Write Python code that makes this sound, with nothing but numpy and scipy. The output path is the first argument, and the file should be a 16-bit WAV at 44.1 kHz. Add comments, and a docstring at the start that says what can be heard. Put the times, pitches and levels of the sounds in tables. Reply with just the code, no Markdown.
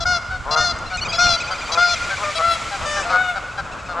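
"""A near goose honks five times across a pond, each honk led by a short note; another goose gives a last,
duller honk. Others answer with gruff clucks, rasps and plain calls. Each voice is a periodic source
shaped by the resonances of throat and mouth. Two little grebes trill a duet of quick arched notes,
with a few thin ticks as they begin. The banks scatter the calls back as echoes, wind rumbles and thuds,
and a broad hiss swells and fades."""
import sys
import numpy as np
from scipy import signal
from scipy.fft import rfft, irfft, next_fast_len
from scipy.io import wavfile
from scipy.ndimage import map_coordinates

SR = 44100
rng = np.random.default_rng(int(sys.argv[2]) if len(sys.argv) > 2 else 0)


def dump(signal):
    """Clip the signal to [-1, 1] and save it as 16-bit WAV at the path in sys.argv[1]."""
    limited = np.clip(np.atleast_2d(signal).T, -1, 1)
    pcm = np.round(limited * 32767).astype(np.int16)
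    wavfile.write(sys.argv[1], SR, pcm)


N = 176400


def amp(db):
    """Decibels to amplitude ratio."""
    return 10 ** (np.asarray(db) / 20)


def unit(x):
    """Normalisation to an rms of 1."""
    return x / np.sqrt(np.mean(x ** 2) + 1e-20)


def along(points, hz):
    """Interpolation of (frequency, value) points on a log frequency axis."""
    freqs, values = np.transpose(points)
    return np.interp(np.log(hz + 1), np.log(freqs + 1), values)


def curves(rows, t):
    """Linear interpolation of each column after the first at times t."""
    times, *columns = np.transpose(rows)
    return [np.interp(t, times, column) for column in columns]


def wobble(rate, n):
    """Smooth random modulation, rate knots a second."""
    return map_coordinates(rng.standard_normal(4096), [np.arange(n) * rate / SR], mode="wrap")


def filtered(x, response):
    """Linear filtering: the spectrum times a frequency response."""
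    n = x.shape[-1]
    size = next_fast_len(n + 4096)
    return irfft(rfft(x, size) * response(np.fft.rfftfreq(size, 1 / SR)), size)[..., :n]


def coloured(x, spectrum):
    """Spectral shaping by (frequency [Hz], gain [dB]) points."""
    return filtered(x, lambda f: amp(along(spectrum, f)))


def add(track, start_s, x):
    """Superposition of x on the track."""
    i = max(0, round(start_s * SR))
    track[i:i + len(x)] += x[:max(0, N - i)]


def fade(n, edge_s):
    """Envelope with raised-cosine attack and release."""
    k = np.arange(n)
    return np.sin(np.pi / 2 * np.clip(np.minimum(k, n - k) / (edge_s * SR), 0, 1)) ** 2


def place(x, pan_db):
    """Level-difference panning: left exceeds right by pan_db."""
    return x * amp([[pan_db / 2], [-pan_db / 2]])


def phase_of(hz, jitter):
    """Phase is the integral of frequency, here slightly unsteady."""
    return 2 * np.pi * np.cumsum(hz * (1 + jitter * wobble(349, len(hz)))) / SR


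def arch(length_s, hz, bend, sag):
    """Parabolic pitch contour: a rise and fall, tilted down by sag."""
    u = np.linspace(-1, 1, int(length_s * SR))
    return hz * (1 + bend * (1 / 3 - u * u) - sag * u)


def buzz(phase, hz, spectrum, drift_db=3):
    """Source and filter: a fixed throat weights harmonics that each drift in level; rms about 1."""
    k = np.arange(1, 20)[:, None]
    drift = drift_db * np.array([wobble(20.2, len(hz)) for _ in k])
    gains = amp(along(spectrum, k * hz) + drift)
    return (gains * np.sin(k * phase + k * k / 2)).sum(0) / np.sqrt((gains ** 2).sum(0) / 2)


def treble(phase, hz, spectrum, puff_db=-18):
    """Pitch-synchronous noise: upper harmonics with a puff in each cycle."""
    puffs = coloured(rng.standard_normal(len(hz)) * (1 + np.cos(phase)), spectrum)
    return buzz(phase, hz, spectrum) + amp(puff_db) * unit(puffs)


def rush(spectrum, levels, side_db, pan_db, flicker_db, flicker_hz):
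    """Amplitude-modulated stereo noise: its level follows a curve and wavers."""
    mid, side = coloured(rng.standard_normal((2, N)), spectrum)
    db, = curves(levels, np.arange(N) / SR)
    pair = unit(mid) + amp(side_db) * unit(side) * np.array([[1], [-1]])
    return place(pair, pan_db) * amp(db + flicker_db * wobble(flicker_hz, N))


# Noise spectra (frequency [Hz], gain [dB])
RUMBLE_SPECTRUM = [(12, -50), (20, -1), (65, 1.5), (115, -1.5), (350, -22.5), (460, -48), (770, -120)]
AIR_SPECTRUM = [(60, -2), (200, -3), (380, -6.5), (600, 1), (900, -0.5), (1350, 5.5), (1900, -12),
                (3000, -16.5), (6000, -35), (9000, -60), (12000, -86)]
HISS_SPECTRUM = [(700, -21), (2000, 4.5), (4000, -1.5), (6000, -5), (7500, -4), (9000, -16.5), (11000, -21),
                 (12500, -40.5)]
# Noise envelopes (time [s], level [dB])
RUMBLE_LEVELS = [(0, -35), (1.3, -37.5), (1.5, -42), (4, -41.5)]
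AIR_LEVELS = [(0, -34.5), (1, -34.5), (2.3, -33), (3.001, -30), (3.5, -35.5), (4, -29.5)]
HISS_LEVELS = [(0, -46), (0.8, -43.5), (1.3, -42), (1.9, -33), (2.4, -32.5), (3, -35.5), (3.5, -43.5),
               (4, -46.5)]

def wind_and_hiss():
    """Broadband noise in three layers: wind rumble, a midrange rush of air and a swelling hiss."""
    rumble = rush(RUMBLE_SPECTRUM, RUMBLE_LEVELS, side_db=-10.5, pan_db=-1.5, flicker_db=3, flicker_hz=23)
    air = rush(AIR_SPECTRUM, AIR_LEVELS, side_db=-13, pan_db=1.5, flicker_db=2, flicker_hz=12)
    hiss = rush(HISS_SPECTRUM, HISS_LEVELS, side_db=-15, pan_db=0, flicker_db=0.35, flicker_hz=8.8)
    return rumble + air + hiss


# Thuds of wind (time [s], level [dB])
THUDS = [(0.17, -36.5), (0.611, -33), (1.26, -26.5), (2.029, -35.5)]
# Their spectrum (frequency [Hz], gain [dB])
THUD_SPECTRUM = [(25, 0), (80, 5), (150, -4.5), (300, -9.5), (700, -49)]

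def wind_thuds(length_s=0.07):
    """Wind buffeting: brief pressure fluctuations, heard as bursts of low noise."""
    out, n = np.zeros(N), int(length_s * SR)
    for time, db in THUDS:
        burst = unit(coloured(rng.standard_normal(n), THUD_SPECTRUM))
        add(out, time - length_s / 2, amp(db) * burst * fade(n, length_s / 2))
    return out


# Reverberation time (frequency [Hz], time to fall 60 dB [s])
BANK_T60 = [(200, 0.84), (700, 1.45), (1400, 1.37), (2500, 0.87), (5000, 0.87), (10000, 0.36)]
# Echo spectrum (frequency [Hz], gain [dB])
BANK_SPECTRUM = [(300, -3.5), (700, -8.5), (1400, -2.5), (2200, 6.5), (4000, -6.5), (9000, 1)]

def bank_echoes(x, build_s=0.052, side_db=-14):
    """Reverberation: sound scattered by the banks builds up, then decays exponentially."""
    hz, t, noise = signal.stft(rng.standard_normal((2, SR * 3 // 2)), SR, nperseg=256)
    decay_db = 60 * t / along(BANK_T60, hz)[:, None]
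    shape = amp(along(BANK_SPECTRUM, hz)[:, None] - decay_db) * (1 - np.exp(-t / build_s))
    peak_gain = np.sqrt((shape ** 2).sum(1).max() * 128)
    tail = signal.istft(noise * shape, SR, nperseg=256)[1] / peak_gain
    mid, side = signal.fftconvolve(x[None], tail, axes=1)[:, :N]
    return mid + amp(side_db) * side * np.array([[1], [-1]])


# Thin ticks (time [s], peak level [dB])
TICK_PEAKS = [(0.762, -39), (0.788, -30.5), (0.959, -32), (0.971, -23)]

def ticks(ring_hz=7000, width_hz=900, t60_s=0.018):
    """Damped transients: fast-decaying noise confined to a high band."""
    out, t = np.zeros(N), np.arange(1024) / SR
    for time, db in TICK_PEAKS:
        burst = rng.standard_normal(len(t)) * amp(-60 * t / t60_s)
        tick = filtered(burst, lambda f: np.exp(-((f - ring_hz) / width_hz) ** 2 / 2))
        add(out, time, amp(db) * tick / np.abs(tick).max())
    return out


# Trill contours of the two grebes (time [s], pitch at the top of a note [Hz], level [dB])
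LOW_TRILL = [(0.913, 1184, -36), (1.0, 1255, -27.5), (1.07, 1286, -28), (1.62, 1235, -30),
             (2.05, 1223, -30), (2.32, 1180, -33), (2.45, 1099, -38.5), (3.0, 1294, -33.5),
             (3.4, 1293, -45.5), (3.87, 1300, -41)]
HIGH_TRILL = [(0.875, 1393, -34), (0.95, 1488, -28.5), (1.03, 1483, -24.5), (1.17, 1670, -29),
              (1.39, 1525, -32), (1.6, 1611, -33), (2.0, 1553, -39), (2.3, 1543, -49)]
# Their harmonics, from the fundamental up (relative level [dB])
LOW_HARMONICS = [-27, 2.5, -8, -9.5, -9, -11.5, -37]
HIGH_HARMONICS = [-6, 4, 9, -3, -21, -19]

def grebe(trill, harmonics, period_s, lag_s, note_s, bend, hitch_at_s=2.49, hitch_s=0.03):
    """Frequency modulation: arched notes quicken to a steady beat; those after hitch_at_s come late."""
    out, k = np.zeros(N), np.arange(48)
    times = trill[0][0] + k * period_s + lag_s * (1 - np.exp(-k / 3))
    times += hitch_s * (times > hitch_at_s)
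    u = np.linspace(-1, 1, int(note_s * SR))
    for time, (detune, accent) in zip(times, rng.standard_normal((len(k), 2))):
        if time < trill[-1][0]:
            pitch, db = curves(trill, time)
            phase = phase_of(pitch * (1 + 0.0203 * detune) * (1 - bend * u * u), jitter=0.0046)
            note = unit(sum(amp(level) * np.sin(i * phase) for i, level in enumerate(harmonics, 1)))
            add(out, time - note_s / 2, amp(db + 2.2 * accent) * note * fade(len(u), note_s * 0.41))
    return out


# Plain calls (start [s], length [s], pitch [Hz], body level [dB], treble level [dB])
PLAIN_CALLS = [(0.582, 0.078, 606, -27.5, -53), (2.223, 0.1, 601.4, -24, -59),
               (2.844, 0.193, 593, -26.5, -31.5)]
# Their body and treble spectra (frequency [Hz], gain [dB])
PLAIN_BODY_SPECTRUM = [(600, -9), (1200, -5.5), (1800, -10), (2400, -28), (3000, -64)]
PLAIN_TREBLE_SPECTRUM = [(1800, -50), (2400, -7), (3000, 2), (3600, 0.5), (4200, -21), (4800, 1.5),
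                         (6500, -1.5), (7700, -4.5), (10000, -22.5), (12000, -41)]

def plain_calls():
    """Harmonic series: another goose calls on a nearly level pitch."""
    out = np.zeros(N)
    for start, length, pitch, body_db, treble_db in PLAIN_CALLS:
        hz = arch(length, pitch, bend=0.015, sag=0.0091)
        phase = phase_of(hz, jitter=0.007)
        body = amp(body_db) * buzz(phase, hz, PLAIN_BODY_SPECTRUM)
        top = amp(treble_db) * treble(phase, hz, PLAIN_TREBLE_SPECTRUM)
        add(out, start, (body + top) * fade(len(hz), edge_s=0.026))
    return out


# Response of a gruff goose's throat (frequency [Hz], gain [dB])
THROAT_RESPONSE = [(200, -56), (420, 3.5), (560, 8), (780, 2.5), (1000, -2), (1500, -5.5), (2000, -8.5),
                   (2800, -12.5), (4300, -2.5), (6000, -13.5), (10000, -28)]

def throat(x, mouth_hz, width_hz, mouth_db=28):
    """Formant filtering: a fixed throat response times the resonance of the open mouth."""
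    def mouth(f):
        return 1 + amp(mouth_db) * 1j * f * width_hz / (mouth_hz ** 2 - f * f + 1j * f * width_hz)
    return filtered(x, lambda f: mouth(f) * amp(along(THROAT_RESPONSE, f)))


# Rasps (start [s], length [s], pulse rate [Hz], mouth resonance [Hz], level [dB])
RASP_CALLS = [(0.44, 0.18, 158.2, 1131, -23.5), (1.435, 0.088, 176, 990, -36),
              (1.675, 0.14, 171, 1170, -27.5), (2.165, .085, 208.6, 1173, -28.5),
              (2.8, 0.0666, 169.8, 1220, -30.5), (3.93, 0.093, 175.8, 1230, -26.5)]

def rasps(beak_shift=0.083, rolloff_hz=2600, swell_db=14):
    """Formant shift: soft, slow pulses quicken and swell as the opening beak raises the resonance."""
    out = np.zeros(N)
    for start, length, rate, mouth_hz, db in RASP_CALLS:
        u = np.linspace(0, 1, int(length * SR))
        phase = phase_of(rate * (1 - 0.3 * np.exp(-5 * u)), jitter=0.018)
        pulses = sum(np.cos(k * phase) / (1 + (k * rate / rolloff_hz) ** 4) for k in range(1, 40))
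        pulses *= fade(len(u), length * 0.22) * amp(swell_db * u)
        shut = throat(pulses, mouth_hz * (1 - beak_shift), width_hz=79)
        wide = throat(pulses, mouth_hz * (1 + beak_shift), width_hz=79)
        add(out, start, amp(db) * unit((1 - u) * shut + u * wide))
    return out


# Clucks (start [s], length [s], pitch [Hz], flutter rate [Hz], flutter depth [Np],
# mouth resonance [Hz], level [dB])
CLUCK_CALLS = [(0.291, 0.093, 740, 198, .3, 1390, -29), (0.899, 0.079, 731.4, 184, 0.42, 1310, -28),
               (1.496, 0.054, 743, 183, 1.7, 1350, -27), (2.092, 0.066, 773, 207, 1.6, 1506, -25.5),
               (2.378, 0.048, 644, 154.3, 2.1, 1210, -23.5), (2.704, 0.069, 793, 219, 0.36, 1230, -28),
               (2.958, 0.053, 797, 223, 0.36, 1430, -28), (3.04, 0.086, 691, 207.3, 0.48, 1120, -28),
               (3.082, 0.1083, 728.4, 204.3, 1.7, 1224, -21), (3.35, 0.043, 771, 198, 0.88, 1280, -27),
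               (3.571, 0.044, 790, 221, 0.64, 1400, -26), (3.878, 0.065, 707, 171.6, 1, 1280, -29.5)]

def clucks():
    """Amplitude modulation: a slower flutter chops a goose's tone, and the sidebands make it gruff."""
    out = np.zeros(N)
    for start, length, pitch, flutter_hz, depth, mouth_hz, db in CLUCK_CALLS:
        hz = arch(length, pitch, bend=0.02, sag=0.027)
        flutter = np.exp(depth * np.cos(phase_of(hz * flutter_hz / pitch, jitter=0.014)))
        phase = phase_of(hz, jitter=0.0048)
        tone = sum(np.sin(k * phase) for k in range(1, 14))
        source = tone * flutter * fade(len(hz), length * 0.3)
        add(out, start, amp(db) * unit(throat(source, mouth_hz, width_hz=146)))
    return out


# One contour per honk: five from the near goose, the last from another
# (time [s], pitch [Hz], second harmonic level [dB], treble level [dB])
HONK_CONTOURS = [
    [(0.056, 706, -17.5, -37), (0.068, 720, -20, -25.5), (0.113, 721.2, -17.5, -25), (0.169, 688, -24, -26),
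     (0.188, 665, -27, -38)],
    [(0.56, 681, -16.5, -35), (0.576, 708, -20, -22.5), (0.652, 718.2, -22, -23), (0.67, 698.5, -24.5, -23),
     (0.712, 691, -27, -23.5), (0.726, 666, -28, -32.5)],
    [(1.182, 693, -18.5, -36), (1.192, 695.7, -16.5, -22), (1.22, 714.5, -15, -19.5),
     (1.27, 702, -18, -19.5), (1.352, 673, -27.5, -19.5), (1.366, 664, -24, -27)],
    [(1.775, 678, -16, -33), (1.795, 699, -16.5, -26), (1.835, 710, -12.5, -25), (1.885, 697, -21.5, -24),
     (1.928, 704, -24.5, -22), (1.95, 657, -26.5, -26)],
    [(2.395, 642.8, -23.5, -46), (2.444, 678, -16.5, -36.5), (2.522, 677, -19, -25),
     (2.552, 658, -34, -29.5), (2.565, 647, -33, -47)],
    [(3.125, 717.6, -19, -41), (3.165, 729.3, -18, -42), (3.217, 742.3, -16.5, -31), (3.228, 736, -25, -35),
     (3.3, 719.6, -23.5, -30), (3.35, 684, -37, -47)],
]
# Notes before the first five honks (start [s], length [s], pitch [Hz], body level [dB], treble level [dB])
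LEAD_NOTES = [(0.005, 0.036, 684, -28, -27), (0.51, 0.042, 691, -27.5, -22),
              (1.129, 0.036, 674, -29.5, -25), (1.719, 0.031, 665, -28, -23),
              (2.354, .033, 656, -27.5, -26)]
# Treble spectra of the honks (frequency [Hz], gain [dB])
BRIGHT_TREBLE = [(2100, -13.5), (2800, -9), (3500, -0.5), (4250, 4.5), (4950, 0.5), (5650, -1), (6400, -8),
                 (7100, -15), (8500, -28.5), (9900, -26.5), (11500, -43), (13000, -67)]
SOFT_TREBLE = [(2100, -24), (2700, -6.5), (3400, -4), (4050, -3), (4700, -7.5), (5400, -11), (6300, -28),
               (9300, -20.5), (12000, -41)]
DULL_TREBLE = [(2200, -6.5), (2900, -5), (3650, -6.5), (4400, -22.5), (7000, -22), (12000, -39)]

def goose_honks(edge_s=0.007, shimmer_db=1.15):
    """Mouth resonance lifts each clear honk's second harmonic; pitch jitter roughens the lead notes."""
    out = np.zeros(N)
    spectra = [BRIGHT_TREBLE] * 4 + [SOFT_TREBLE, DULL_TREBLE]
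    for contour, spectrum in zip(HONK_CONTOURS, spectra):
        t = np.arange(contour[0][0] - edge_s / 2, contour[-1][0] + edge_s / 2, 1 / SR)
        hz, mouth_db, treble_db = curves(contour, t)
        phase = phase_of(hz, jitter=0.0038)
        harmonics_db = [0.6 * mouth_db - 17, mouth_db, mouth_db - 16]
        body = np.sqrt(2) * sum(amp(db) * np.sin(k * phase) for k, db in enumerate(harmonics_db, 1))
        top = amp(treble_db) * treble(phase, hz, spectrum)
        shimmer = amp(shimmer_db * wobble(210, len(t)))
        add(out, t[0], (body + top) * fade(len(t), edge_s) * shimmer)
    for (start, length, pitch, body_db, treble_db), spectrum in zip(LEAD_NOTES, spectra):
        hz = arch(length + edge_s, pitch, bend=0.016, sag=0)
        phase = phase_of(hz, jitter=0.018)
        body = amp(body_db) * (np.sin(phase) + np.sin(2 * phase))
        top = amp(treble_db) * treble(phase, hz, spectrum)
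        add(out, start - edge_s / 2, (body + top) * fade(len(hz), edge_s))
    return out


def scene(echo_db=-5):
    """Superposition: direct calls from left of centre, their echoes and the background noise."""
    honks = goose_honks()
    flock = clucks() + rasps() + plain_calls()
    grebes = ticks()
    grebes += grebe(LOW_TRILL, LOW_HARMONICS, period_s=0.0692, lag_s=0.019, note_s=0.048, bend=0.4)
    grebes += grebe(HIGH_TRILL, HIGH_HARMONICS, period_s=0.069, lag_s=0.03, note_s=0.046, bend=0.131)
    direct = place(honks, pan_db=4) + place(flock, pan_db=3.5) + place(grebes, pan_db=1)
    echoes = amp(echo_db) * bank_echoes(honks + flock + grebes)
    return direct + echoes + wind_and_hiss() + wind_thuds()


def record(dry, top_hz=12565):
    """Band limiting: an ideal low-pass filter removes everything above top_hz."""
    return filtered(dry, lambda hz: hz < top_hz)


dry = scene()
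out = record(dry)
dump(out)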